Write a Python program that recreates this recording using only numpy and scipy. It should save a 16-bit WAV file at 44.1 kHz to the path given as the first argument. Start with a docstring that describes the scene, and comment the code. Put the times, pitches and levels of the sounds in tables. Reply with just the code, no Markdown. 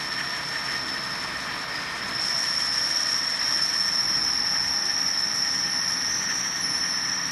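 """A shrill valve whine over the drone of a high pressure fuel pump on a workshop test bench.
Pressure ripple shakes the valve's pitch and the room smears it into a band, much louder after 2 s.
The valve also squeals and spits. Plungers ring the housing, fuel hisses in pulses, and gears, fan,
motor and supply pump run at steady speed. From 3.4 s the listener turns to a booming control cabinet."""
import sys
import numpy as np
from scipy import signal
from scipy.fft import rfft, irfft, next_fast_len
from scipy.io import wavfile
from scipy.ndimage import uniform_filter1d

SR = 44100
rng = np.random.default_rng(int(sys.argv[2]) if len(sys.argv) > 2 else 0)


def output_pcm(signal):
    """Save a mono or channel-first signal as 16-bit PCM at the path in sys.argv[1].

    Samples are clipped to [-1, 1] before scaling.
    """
    pcm = np.clip(np.atleast_2d(signal).T, -1, 1) * 32767
    wavfile.write(sys.argv[1], SR, np.round(pcm).astype(np.int16))


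N = 322371
TIME_S = np.arange(N) / SR

# main valve mode: (time [s], pitch [Hz], level [dB], swing scale [Hz])
WHINE = [(0.0, 5380, -34.5, 116), (0.5, 5400, -34, 117.6), (0.68, 5367, -32.5, 100),
         (0.88, 5320, -33, 84.9), (1.2, 5354, -35, 110.7), (1.5, 5300, -42, 104), (1.62, 5300, -40, 110),
         (1.99, 5240, -44.5, 115), (2.04, 5290, -37, 90.34), (2.11, 5290, -35.5, 90),
         (2.16, 5380, -29.5, 144), (2.27, 5400, -27, 145), (3.1, 5440, -26, 150.1),
         (3.34, 5430, -29.5, 153.7), (3.52, 5446, -25, 145), (4.25, 5453, -26, 159.2),
         (5.1, 5466, -26.5, 163.6), (6.0, 5498, -28, 163.5), (6.45, 5545, -30, 175),
         (7.05, 5535, -32, 169.2), (7.3, 5555, -33, 169)]
# brief dips and peaks in the whine's random flutter: (peak time [s], dip before it [s], depth [dB])
WHINE_FLICKER = [(3.057, 0.019, 4.5), (3.392, 0.033, 10), (3.622, 0.035, 6), (3.735, .018, 3)]
# other valve modes: (start [s], length [s], pitch [Hz], level [dB], fade [dB], swing [Hz])
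SQUEALS = [(1.328, 0.7, 5470, -44, 2, 22.2), (1.71, 0.25, 5050, -36.5, 14, 44.7),
           (2.382, 0.54, 10440, -52, 3, 81), (2.66, 0.3, 5000, -43, 3, 30),
           (3.455, 2.6, 5313, -34.5, -2, 36.23), (2.303, 3.84, 5503, -36, 3, 40.4),
           (4.31, 3.76, 5850, -44, -3, 35.01), (5.67, 0.38, 10850, -47, 6, 130.2),
           (6.085, 0.15, 6020, -27.5, 13, 55), (6.246, 0.73, 6060, -40, 14, 41.7),
           (6.104, 1.2, 5700, -37.5, -0.5, 29.7), (6.606, 0.51, 10760, -39.5, 17, 131),
           (6.62, 0.57, 5380, -28.5, 4, 55.6)]
# short bright ticks: (time [s], level [dB])
# those at 3.057 s and 3.736 s lie on random peaks of the whine; the rest are valve spits
TICKS = [(.487, -30), (3.057, -30), (3.62, -30), (3.736, -29), (5.344, -27), (5.352, -33), (5.448, -29),
         (5.932, -31), (6.287, -33), (6.353, -32)]
# fuel sprays as the valve opens or a mode catches: (start [s], rise [s], decay [s], boost scale [dB])
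SPRAYS = [(2.18, 0.044, 1.5, 6), (6.09, .02, 0.048, 9), (6.33, 0.02, 0.1, 5)]
# housing tone: (time [s], pitch [Hz], level [dB])
HOUSING_TONE = [(0, 1834, -41.5), (1.2, 1838, -41), (2.5, 1826, -42.5), (5.0, 1829, -44), (5.7, 1840, -41),
                (7.3, 1856, -41.5)]
# resonances: (centre [Hz], width [Hz], relative gain [dB])
HOUSING_MODES = [(1814, 140, 0), (3160, 86, -22)]
FITTING_MODES = [(3106, 45, -4), (3194, 105, 2)]
PIPE_MODES = [(11040, 200, -1.5), (11170, 210, 1), (11500, 200, -15)]
CABINET_MODES = [(178.3, 17.1, 7.5), (272, 13, 0), (369, 14, 0.5), (818, 25, 7.5)]
# noise spectra: (frequency [Hz], relative density [dB])
TICK_SPECTRUM = [(2500, -31), (4800, -6), (5600, 9), (6500, -3.5), (8000, -12), (11300, -7), (12400, -29)]
HISS_SPECTRUM = [(1500, -35), (3500, 8), (5000, 5), (6100, 12.5), (6700, 8.5), (7600, 4), (8600, 5),
                 (9400, 3), (10200, 1), (11800, -13), (12400, -40)]
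GEAR_SPECTRUM = [(250, -33), (470, -16.5), (530, -12), (670, -3.5), (790, -5.5), (1000, -0.5), (1350, 0.5),
                 (1600, -0.5), (2050, -1.5), (2300, -2), (2750, -10), (4000, -40)]
METAL_SPECTRUM = [(1500, -26), (2500, -6), (3300, 2), (3800, 2.5), (4700, 0.5), (6000, -8), (7500, -69),
                  (12000, -16.5)]
FRAME_SPECTRUM = [(20, -22), (33, -14), (50, -8), (90, -7.5), (130, -0.5), (175, -3.5), (240, -1),
                  (350, -4), (430, -10.5), (700, -22), (1500, -70)]
FAN_SPECTRUM = [(300, -23), (420, -8.5), (540, -2), (690, 1.5), (800, -10.5), (1200, -30)]
RUB_SPECTRUM = [(20, -22), (45, -9), (75, -4), (120, -7), (300, -40)]
# noise envelopes: (time [s], level [dB])
GEAR_LEVEL = [(0, -36.5), (2.1, -35), (2.5, -36.6), (3.5, -37), (4.4, -37.5), (5.3, -38.5), (7.3, -38)]
FRAME_LEVEL = [(0, -49.5), (2.1, -45.5), (2.5, -50.5), (3.7, -49), (4.4, -48.5), (6.0, -47), (7.3, -47.5)]
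CABINET_LEVEL = [(0, -64), (3.4, -63), (4.2, -47.5), (5.2, -47.5), (6.0, -50), (7.3, -54.5)]
# hum of bench motor, supply pump, drive and pump body: (pitch [Hz], level [dB])
MOTOR_TONES = [(247, -66), (296, -61), (543, -64.5), (819, -61), (891, -57)]
SUPPLY_TONES = [(65.1, -60), (130.1, -64), (195.2, -57.5), (325.3, -61.5)]
DRIVE_TONES = [(43.2, -72), (189.1, -63.5), (224.1, -63.5), (275.2, -65), (347.8, -62.5), (1772, -51),
               (1928, -56), (1966, -59)]
# hum tones that form standing waves: (pitch [Hz])
STANDING_HZ = [139, 172.3, 260.3, 445.6, 493.9, 987.3, 1234.6, 1338]
# their levels, row for row: (initial level [dB], change as the listener moves [dB], change time [s])
STANDING_LEVELS = [(-53.5, -6.5, 2.16), (-56, 3, 3.67), (-55.5, 3.5, 4.77), (-56, -10, 2.4),
                   (-62.5, 3, 1.6), (-52, -3.5, 1.64), (-46.5, -5, 1.7), (-56.5, 2.5, 3.3)]
# hand rubs: (centre time [s], half length [s], peak level [dB])
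RUBS = [(1.9, 0.5, -58), (4.446, 0.37, -50.5), (6.1, .4, -56)]
# workshop reverberation: (frequency [Hz], T60 [s])
WORKSHOP_T60 = [(200, 0.15), (5000, 0.38), (12000, 0.13)]

PUMP_HZ, FIRST_STROKE_S, GEAR_BEAT_HZ = 5.79, 0.022, 12.35
PULSE_DB_PER_LOAD = 1.2
USUAL_WHINE_DB = -30
TURN_START_S, TURN_LENGTH_S = 3.4, 1.0
BAND_LIMIT_HZ = 12300


def valve_whine(wander_hz=11.97, shake_hz=39.4, chatter_db=0.46):
    """The valve sings in the fuel flow and chatters on its seat; pressure ripple shakes its pitch."""
    pitch_hz, level_db, swing_hz = curves(WHINE)
    ripple = unit(np.tanh(wobble(220)))  # the seat limits the swing
    spikes = np.clip(wobble(260), 0, 1.7) ** 2  # pressure spikes fling the pitch up
    pressure = 0.8 * ripple + 0.273 * (spikes - spikes.mean())
    hz = pitch_hz + wander_hz * wobble(14) + swing_hz * pressure + shake_hz * wobble(900)
    upper_mode = amp(-25) * tone(2 * hz + 160 + 90 * wobble(500))
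    whine = room(tone(hz) + upper_mode, direct_db=-10)
    whine *= amp(chatter_db * wobble(230))
    return amp(level_db + flicker_db() + 0.76 * wobble(13)) * steadied(whine)


def flicker_db(peak_decay_s=0.015):
    """Brief dips and peaks in the whine's random flutter."""
    out = np.zeros(N)
    for peak_s, dip_s, depth_db in WHINE_FLICKER:
        knots_s = peak_s + np.array([-dip_s, -dip_s / 2, -0.001, 0.001, peak_decay_s])
        out += depth_db * np.interp(TIME_S, knots_s, [0, -1, -1, 1, 0])
    return out


def valve_squeals(edge_s=0.0066):
    """Other valve modes catch abruptly, fade or swell, and drop out."""
    out = np.zeros(N)
    for start_s, length_s, hz, db, fade_db, swing_hz in SQUEALS:
        age_s = TIME_S - start_s
        progress = np.clip(age_s / length_s, 0, 1)
        gate = np.clip(np.minimum(age_s, length_s - age_s) / edge_s, 0, 1)
        out += gate * amp(db - fade_db * progress) * tone(hz + swing_hz * wobble(200))
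    return room(out, direct_db=-4)


def ticks(faint_per_s=40, decay_s=0.0033):
    """Sharp and faint spits of the valve on its seat, plus bright ticks on two random whine peaks."""
    position, softness = rng.random((int(faint_per_s * N / SR), 2)).T
    onsets = (position * N).astype(int)
    faint_db = -37 + 0.41 * flow_db()[onsets] - 4 * softness
    faint = np.bincount(onsets, amp(faint_db), N)
    sharp_s, sharp_db = np.transpose(TICKS)
    sharp = np.bincount((sharp_s * SR).astype(int), amp(sharp_db), N)
    envelope = signal.lfilter([1], [1, -np.exp(-1 / (decay_s * SR))], faint + sharp)
    return room(envelope * noise(TICK_SPECTRUM), direct_db=-5, positions=4)


def gears():
    """Gear noise under a sawtooth load: sudden rise, steady release."""
    load = -signal.sawtooth(2 * np.pi * GEAR_BEAT_HZ * TIME_S)
    return amp(curves(GEAR_LEVEL)[0] + 0.5 * load + wobble(150)) * noise(GEAR_SPECTRUM)


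def plunger_rattle():
    """One rattle from the plungers rings both housing and fittings."""
    rattle = amp(0.4 * pump_load() + 2.6 * wobble(30)) * rng.standard_normal(N)
    housing = amp(-38.5 - 0.5 * turned()) * ring(rattle, HOUSING_MODES)
    fittings = amp(-52.5 - 2 * turned()) * ring(rattle, FITTING_MODES)
    return housing + fittings


def housing_tone(waver_hz=10.05, shake_hz=12.5):
    """The pump housing rings on one wavering pitch."""
    pitch_hz, level_db = curves(HOUSING_TONE)
    hz = pitch_hz + waver_hz * wobble(13) + shake_hz * wobble(90)
    return amp(level_db + 1.15 * wobble(12)) * steadied(room(tone(hz), direct_db=2.5, positions=6))


def metal_rustle():
    """Rubbing metal rustles with the pump load."""
    level_db = -41.5 - 3 * turned() + 0.29 * pump_load() + 1.4 * wobble(120)
    return amp(level_db) * noise(METAL_SPECTRUM)


def fuel_hiss():
    """The fuel jet follows the flow, pulses with the load and flares at each spray."""
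    level_db = -47 - 3 * turned() + 0.14 * flow_db() + PULSE_DB_PER_LOAD * pump_load()
    for start_s, rise_s, decay_s, boost_db in SPRAYS:
        age_s = np.maximum(TIME_S - start_s, 0)
        level_db += boost_db * np.minimum(age_s / rise_s, 1) * np.exp(-age_s / decay_s)
    flutter_db = 1.3 * wobble(32) + 1.2 * wobble(300)
    return amp(level_db + flutter_db) * noise(HISS_SPECTRUM)


def drone(sway_s=0.18):
    """Rotating parts hum; the strongest tones shift in level as the listener crosses standing waves."""
    out = np.zeros(N)
    for machine in (MOTOR_TONES, SUPPLY_TONES, DRIVE_TONES):
        speed = 1 + 0.001125 * wobble(3)
        for hz, db in machine:
            out += amp(db + 2.5 * wobble(3.7)) * tone(hz * speed)
    speed = 1 + 0.00058 * wobble(3.03)
    for hz, (db, change_db, change_s) in zip(STANDING_HZ, STANDING_LEVELS):
        moved = (1 + np.tanh((TIME_S - change_s) / sway_s)) / 2
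        out += amp(db + change_db * moved + 1.44 * wobble(6)) * tone(hz * speed)
    return out


def frame_rumble():
    """The bench frame rumbles unevenly."""
    return amp(curves(FRAME_LEVEL)[0] + 1.7 * wobble(9.7)) * noise(FRAME_SPECTRUM)


def cabinet_boom():
    """Shaken cabinet panels boom, louder with the listener close."""
    return amp(curves(CABINET_LEVEL)[0]) * ring(rng.standard_normal(N), CABINET_MODES)


def fan():
    """Fan rush, weaker as the listener turns away."""
    return amp(-50.5 - 7.5 * turned() + 0.8 * wobble(12)) * noise(FAN_SPECTRUM)


def pipes():
    """Pulsing flow keeps the steel fuel lines ringing faintly."""
    level_db = -57 + 0.3 * flow_db() + PULSE_DB_PER_LOAD * pump_load() + wobble(14)
    return amp(level_db) * ring(rng.standard_normal(N), PIPE_MODES)


def hand_rubs():
    """Low rubs of a hand as the listener sways and turns."""
    envelope = sum(amp(db) * np.exp(-((TIME_S - at_s) / half_s) ** 2) for at_s, half_s, db in RUBS)
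    return envelope * amp(2.8 * wobble(7.5)) * noise(RUB_SPECTRUM)


def pump_load():
    """Load from shaft and plunger strokes: 1, 3 and 12 pulses per turn."""
    shaft_rad = 2 * np.pi * PUMP_HZ * (TIME_S - FIRST_STROKE_S)
    return np.cos(shaft_rad) + np.cos(3 * shaft_rad) + 0.39 * np.cos(12 * shaft_rad)


def flow_db():
    """Whine level above its usual value; stands for the fuel flow."""
    return curves(WHINE)[1] - USUAL_WHINE_DB


def turned():
    """Listener's smooth turn: 0 facing the pump, 1 at the cabinet."""
    progress = np.clip((TIME_S - TURN_START_S) / TURN_LENGTH_S, 0, 1)
    return np.sin(np.pi / 2 * progress) ** 2


def room(x, direct_db, positions=14):
    """Direct sound plus workshop tail at equal overall power; echoes shift as the listener sways."""
    out = np.zeros(N + SR)
    place = np.linspace(0, positions - 1, N)
    for k in range(positions):
        hz, age_s, bands = signal.stft(rng.standard_normal(SR // 2), SR, nperseg=256)
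        decay = amp(-60 * age_s / along(WORKSHOP_T60, hz)[:, None])
        impulse = signal.istft(bands * decay, SR, nperseg=256)[1]
        impulse[0] += amp(direct_db) * np.linalg.norm(impulse)
        response = rfft(impulse)
        band_power = uniform_filter1d(np.abs(response) ** 2, 25)
        impulse = irfft(response / np.sqrt(band_power))  # a diffuse room favours no band
        near = np.flatnonzero(np.abs(place - k) < 1)
        crossfade = np.cos(np.pi / 2 * (place[near] - k))
        heard = signal.fftconvolve(x[near] * crossfade, impulse)
        out[near[0]:][:len(heard)] += heard
    return out[:N]


def ring(x, modes):
    """x through resonances of alternating sign, at rms 1."""
    def response(hz):
        return sum((-1) ** k * amp(db) * 1j * hz * width / (centre ** 2 - hz ** 2 + 1j * hz * width)
                   for k, (centre, width, db) in enumerate(modes))
    return unit(filtered(x, response))


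def steadied(x, window_s=0.08):
    """Hold the slow level at rms 1; keep the fast flutter."""
    size = int(window_s * SR)
    power = uniform_filter1d(uniform_filter1d(x ** 2, size), size)
    return x / np.sqrt(np.abs(power) + 1e-12)


def tone(hz):
    """Sine of rms 1 on a pitch curve."""
    return np.sqrt(2) * np.sin(2 * np.pi * (np.cumsum(hz) / SR + rng.random()))


def noise(spectrum):
    """Shaped noise of rms 1."""
    return unit(filtered(rng.standard_normal(N), lambda hz: amp(along(spectrum, hz))))


def wobble(knots_per_s):
    """Smooth random curve of rms 1."""
    knots = rng.standard_normal(int(N * knots_per_s / SR) + 4)
    fine = signal.resample(knots, len(knots) * 16)
    return unit(np.interp(TIME_S * knots_per_s, np.arange(len(fine)) / 16, fine))


def filtered(x, response):
    """x through a complex frequency response."""
    size = next_fast_len(N + SR // 2)
    return irfft(rfft(x, size) * response(np.fft.rfftfreq(size, 1 / SR)), size)[:N]


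def curves(rows):
    """One value per sample for each column after the time."""
    times_s, *columns = np.transpose(rows)
    return [np.interp(TIME_S, times_s, column) for column in columns]


def along(points, hz):
    """Read (frequency [Hz], value) points on a log axis."""
    knots_hz, values = np.transpose(points)
    return np.interp(np.log(hz + 1), np.log(knots_hz + 1), values)


def amp(db):
    """Decibels to gain."""
    return 10 ** (np.asarray(db) / 20)


def unit(x):
    """Scale to rms 1."""
    return x / np.sqrt(np.mean(x ** 2) + 1e-20)


def scene():
    """The whole bench from the control panel, mono."""
    valve = valve_whine() + valve_squeals() + ticks()
    pump = gears() + plunger_rattle() + housing_tone() + metal_rustle() + fuel_hiss()
    background = drone() + frame_rumble() + cabinet_boom() + fan() + pipes() + hand_rubs()
    return (valve + pump + background)[None]


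def record(dry):
    """Cut everything above the band limit."""
    return np.array([filtered(x, lambda hz: hz < BAND_LIMIT_HZ) for x in dry])


dry = scene()
out = record(dry)
output_pcm(out)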